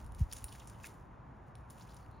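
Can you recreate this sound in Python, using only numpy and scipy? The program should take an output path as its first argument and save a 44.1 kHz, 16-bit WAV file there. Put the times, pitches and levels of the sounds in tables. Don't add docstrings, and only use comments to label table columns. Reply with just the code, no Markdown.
import sys
import numpy as np
from scipy import signal
from scipy.fft import rfft, irfft, next_fast_len
from scipy.io import wavfile
from scipy.ndimage import map_coordinates

SR = 44100
rng = np.random.default_rng(int(sys.argv[2]) if len(sys.argv) > 2 else 0)


def output_pcm(signal):
    pcm = np.clip(np.atleast_2d(signal).T, -1, 1) * 32767
    wavfile.write(sys.argv[1], SR, np.round(pcm).astype(np.int16))


N = 97020

# f/Hz, level/dB
GRAIN_TONE = [(300, -47), (900, -7), (1500, -1.5), (2600, 1), (4200, -2.5), (6500, 1), (10000, -7.5),
              (12500, -2), (15500, -1)]
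# f/Hz, likeness (1 = the same)
SNOW_LIKENESS = [(1500, .9), (3000, .93), (6000, .98), (8300, .99), (10000, .88), (12000, .96),
                 (15000, .85)]


def amp(db):
    return 10 ** (np.asarray(db) / 20)


def unit(x):
    return x / np.sqrt(np.mean(x ** 2) + 1e-20)


def along(points, hz):
    freqs, values = np.transpose(points)
    return np.interp(np.log(hz + 1), np.log(freqs + 1), values)


def level(points):
    return amp(np.interp(np.arange(N) / SR, *np.transpose(points)))


def filtered(x, response):
    n = x.shape[-1]
    padded = next_fast_len(2 * n)
    hz = np.fft.rfftfreq(padded, 1 / SR)
    return irfft(rfft(x, padded) * response(hz), padded)[..., :n]


def causal(gain):
    cepstrum = irfft(np.log(gain))
    half = len(cepstrum) // 2
    return np.exp(rfft(np.r_[cepstrum[0], 2 * cepstrum[1:half]], len(cepstrum)))


def spread(pair, likeness):
    angle = lambda hz: np.arccos(np.clip(along(likeness, hz), -1, 1)) / 2
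    mid, side = filtered(pair, lambda hz: np.array([np.cos(angle(hz)), np.sin(angle(hz))]))
    return unit(np.array([mid + side, mid - side]))


def rush(tone, likeness):
    noise = filtered(rng.standard_normal((2, N)), lambda hz: amp(along(tone, hz)))
    return spread(noise, likeness)


def grains(size, per_s=1800, scatter_db=8, powder_share=0.36):
    hits = rng.random(size) < per_s / SR
    strength = amp(scatter_db * np.minimum(rng.standard_normal(size), 2))
    fractures = unit(hits * strength * rng.choice([-1, 1], (2, size)))
    powder = rng.standard_normal((2, size))
    return np.sqrt(1 - powder_share) * fractures + np.sqrt(powder_share) * powder


def add(out, start_s, sound):
    part = out[:, max(round(start_s * SR), 0):][:, :sound.shape[-1]]
    part += sound[..., :part.shape[1]]


def far_drone(pitch_hz=116.6, width_hz=17.7):
    band = lambda hz: 1 / (1 + ((hz - pitch_hz) / width_hz) ** 2)
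    return amp(-60) * unit(filtered(rng.standard_normal(N), band))


def distant_rush():
    # f/Hz, level/dB
    tone = [(40, -8.5), (75, 6), (150, 7), (200, 5.5), (330, -0.5), (480, -3), (700, -1.5), (920, 3),
            (1300, -4.5), (1700, -10), (2300, -19), (3200, -27), (4500, -35.5), (7000, -38), (10000, -60),
            (15000, -58)]
    # f/Hz, likeness
    likeness = [(100, 0.89), (250, 0.83), (500, 0.52), (950, 0.3), (1900, 0.98), (3800, 1), (7500, 0.9)]
    return amp(-56.5) * rush(tone, likeness) * amp([[0.2], [-0.2]])


def wind():
    # t/s, level/dB
    gusts = [(0, -60), (.05, -45.5), (.11, -49.5), (.17, -46), (.38, -53.5), (.5, -57.5), (.8, -59.5),
             (.88, -59.5), (1.0, -61), (1.6, -60), (1.85, -60), (2.2, -57.5)]
    # f/Hz, level/dB
    tone = [(15, -29), (28, -10.5), (45, 2), (60, 7.5), (80, 0.5), (110, -9), (170, -18), (300, -31.5),
            (500, -64.5)]
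    # f/Hz, likeness
    likeness = [(40, .88), (120, .85), (250, .7)]
    return level(gusts) * rush(tone, likeness)


def wind_bumps(top_hz=184, end_hz=45.6, fall_s=0.0086, low_cut_hz=33):
    # t/s, level/dB, width/s, f/Hz
    thuds = [(0.2212, -21, 0.015, 82.5), (.450, -37.5, 0.012, 56.7)]
    out = np.zeros(N)
    for peak_s, db, width, peak_hz in thuds:
        t = np.clip(np.arange(N) / SR - peak_s, -.5, .5)
        pitch = np.minimum(end_hz + (peak_hz - end_hz) * np.exp(-t / fall_s), top_hz)
        cycles = np.cumsum(pitch) / SR
        swell = np.exp(-(t / (width * np.where(t < 0, 0.62, 1.25))) ** 2)
        out -= amp(db) * swell * np.sin(2 * np.pi * (cycles - cycles[round(peak_s * SR)]))
    return filtered(out, lambda hz: hz ** 4 / (hz ** 4 + low_cut_hz ** 4))


def woods_echo(x, fade_s=.4):
    t = np.arange(SR // 2) / SR
    tail = spread(rng.standard_normal((2, len(t))), SNOW_LIKENESS) * np.exp(-np.log(1000) * t / fade_s)
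    return signal.fftconvolve(x, tail / np.linalg.norm(tail[0]), axes=1)[:, :N]


def scrapes(width_octaves=.1):
    # middle t/s, half length/s, level/dB, centre f/Hz
    slides = [(1.64, .035, -78, 2350), (2.03, .025, -79, 4450), (2.16, .045, -79, 4200)]
    out, t = np.zeros(N), np.arange(N) / SR
    for middle_s, half_s, db, centre in slides:
        band = lambda hz: np.exp(-.5 * (np.log2((hz + 1) / centre) / width_octaves) ** 2)
        swell = np.exp(-((t - middle_s) / half_s) ** 2)
        out += amp(db) * unit(filtered(grains(N)[0], band)) * swell
    return out


def rustle(clumps_per_s=90, clump_db=1.5):
    # t/s, level/dB
    loudness = [(0, -63.5), (.10, -79), (.18, -66.5), (.205, -58.5), (.26, -73), (.308, -64.5), (.335, -63),
                (.38, -61), (.435, -63.5), (.455, -68), (.51, -65), (.53, -61), (.655, -70), (.70, -64),
                (.75, -76), (.82, -65.5), (.86, -54), (.93, -71.5), (1.10, -87.5), (1.45, -88),
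                (1.475, -77.5), (1.545, -92), (1.565, -79.5), (1.68, -84.5), (1.71, -69), (1.76, -71),
                (1.80, -62.5), (1.86, -71.5), (1.91, -67.5), (2.0, -70), (2.05, -77), (2.2, -88)]
    snow = filtered(grains(N), lambda hz: amp(along(GRAIN_TONE, hz)))
    clumps = map_coordinates(rng.standard_normal(N // 50), [np.arange(N) * clumps_per_s / SR],
                             mode="wrap")
    return level(loudness) * spread(snow * amp(clump_db * clumps), SNOW_LIKENESS)


def knocks(rise_s=0.0004):
    # f/Hz, level/dB, time to fall 60 dB/s
    twig = [(2710, -17, 0.0078), (3140, -0.5, 0.028), (4440, -17, 0.017), (5650, 0.5, .041)]
    stick = [(1400, -14, .04), (1674, -11, .07), (2164, -9, .08), (2480, 0, .03), (2620, -6, .045),
             (3688, -20, .026)]
    out, t = np.zeros((2, N)), np.arange(SR // 5) / SR
    for start_s, db, tones in ((.3275, -48, twig), (.842, -43, stick)):
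        ring = np.zeros(len(t))
        for hz, tone_db, fade_s in tones:
            fade = np.exp(-np.log(1000) * t / fade_s)
            ring += amp(tone_db) * fade * np.sin(2 * np.pi * (hz * t + rng.random()))
        add(out, start_s, amp(db) * ring * (1 - np.exp(-t / rise_s)))
    return out


def ticks(rise_s=.0003, crack_s=.00045, splinter_s=.003):
    # t/s, relative level/dB, treble tilt/(dB per octave)
    snaps = [(.044, -64, 1), (.063, -58, 3), (.121, -60, 3), (.148, -57, 0), (.193, -56, 0),
             (.3675, -49, 0), (.386, -53, 2), (.645, -62, 1), (.674, -54, 0), (.698, -53, 0),
             (.3265, -42, 0), (.3328, -37, 4), (.4423, -37, 6), (.5258, -52, 2), (.852, -52, 0),
             (1.4645, -64, -5), (1.554, -56, -4), (1.701, -56, 2), (1.7055, -56, 2), (1.785, -61, 0),
             (1.945, -60, 1), (1.966, -59, 1), (2.063, -54, -5), (2.113, -68, 0)]
    # f/Hz, level/dB
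    tone = [(500, -20), (1500, -4), (3000, 0), (7000, -2), (10000, 1), (12000, -2), (16000, -4)]
    out, t = np.zeros((2, N)), np.arange(1024) / SR
    shape = (1 - np.exp(-t / rise_s)) * (np.exp(-t / crack_s) + amp(-15) * np.exp(-t / splinter_s))
    for start_s, db, tilt in snaps:
        colour = lambda hz: amp(tilt * np.log2(hz + 1) + along(tone, hz))
        crack = shape * spread(filtered(rng.standard_normal((2, len(t))), colour), SNOW_LIKENESS)
        add(out, start_s, amp(db - 10) * unit(crack))
    return out


def crunches(width_octaves=0.26, rise_s=0.00083):
    # t/s, length/s, level/dB, centre f/Hz
    breaks = [(0.19, 0.0074, -72, 4850), (.313, 0.005, -47.5, 4170), (0.3238, 0.0053, -46, 6240),
              (0.363, 0.022, -53.5, 6700), (0.44, 0.0057, -56, 2470), (.482, 0.0039, -51.5, 3970),
              (0.487, 0.01, -57.5, 4960), (0.52, 0.011, -56, 3130), (.549, 0.012, -53, 1910),
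              (0.594, .008, -55.5, 6500), (.598, 0.012, -57.5, 3120), (0.618, .008, -61.5, 2780),
              (0.67, 0.018, -58.5, 7340), (0.683, 0.013, -61, 6750), (0.742, 0.022, -68, 2820),
              (.800, 0.0031, -56, 2590), (0.833, .005, -55, 6950), (0.842, .005, -48, 1720),
              (0.8497, 0.014, -51, 2020), (0.852, 0.018, -75, 7400), (0.854, 0.027, -59, 12400),
              (0.869, 0.0035, -54, 8500), (1.552, 0.0027, -67, 2510), (1.701, 0.028, -61, 13000),
              (1.703, 0.0094, -62.5, 6250), (1.778, 0.019, -71, 2680), (1.808, 0.011, -59.5, 4400),
              (1.82, 0.0073, -58, 5800), (1.872, 0.012, -64, 2440), (1.91, 0.0072, -65, 5060),
              (1.889, 0.041, -66.5, 4040), (1.966, 0.011, -62, 5600)]
    out, t = np.zeros((2, N)), np.arange(SR // 10) / SR
    for start_s, length, db, centre in breaks:
        resonance = lambda hz: np.exp(-.5 * (np.log2((hz + 1) / centre) / width_octaves) ** 2)
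        colour = lambda hz: resonance(hz) + amp(along(GRAIN_TONE, hz) - 11)
        burst = spread(filtered(grains(len(t), per_s=4000), colour), SNOW_LIKENESS)
        shape = (1 - np.exp(-t / rise_s)) * np.exp(-(t / length) ** 2)
        add(out, start_s, amp(db) * burst * shape)
    return out


def scene():
    crust = ticks() + crunches()
    squirrel = crust + amp(-8.5) * woods_echo(crust) + knocks() + rustle() + scrapes()
    return squirrel + far_drone() + distant_rush() + wind() + wind_bumps()


def record(dry, top_hz=15950):
    # f/Hz, level/dB
    tone = [(20, 1.5), (6500, -1), (7400, 1.5), (8300, 2.5), (8900, 6), (9700, 8), (10800, -3), (12000, -7),
            (14000, -4.5), (16000, -3)]
    # f/Hz, phase/rad
    left_lead = [(20, 0), (1900, 0), (3000, .3), (4500, .18), (6500, 0), (7200, .9), (7700, 2.3),
                 (8000, 3.0), (8450, 3.1), (8900, 2.0), (9700, .9), (11000, .2), (12800, -.05),
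                 (14000, -1.1), (16000, -2.0)]
    shift = lambda hz: np.exp(.5j * along(left_lead, hz) * np.array([[1], [-1]]))
    picked_up = filtered(dry, lambda hz: causal(amp(along(tone, hz))) * shift(hz))
    return filtered(picked_up, lambda hz: 1 / (1 + (hz / top_hz) ** 160))


dry = scene()
out = record(dry)
output_pcm(out)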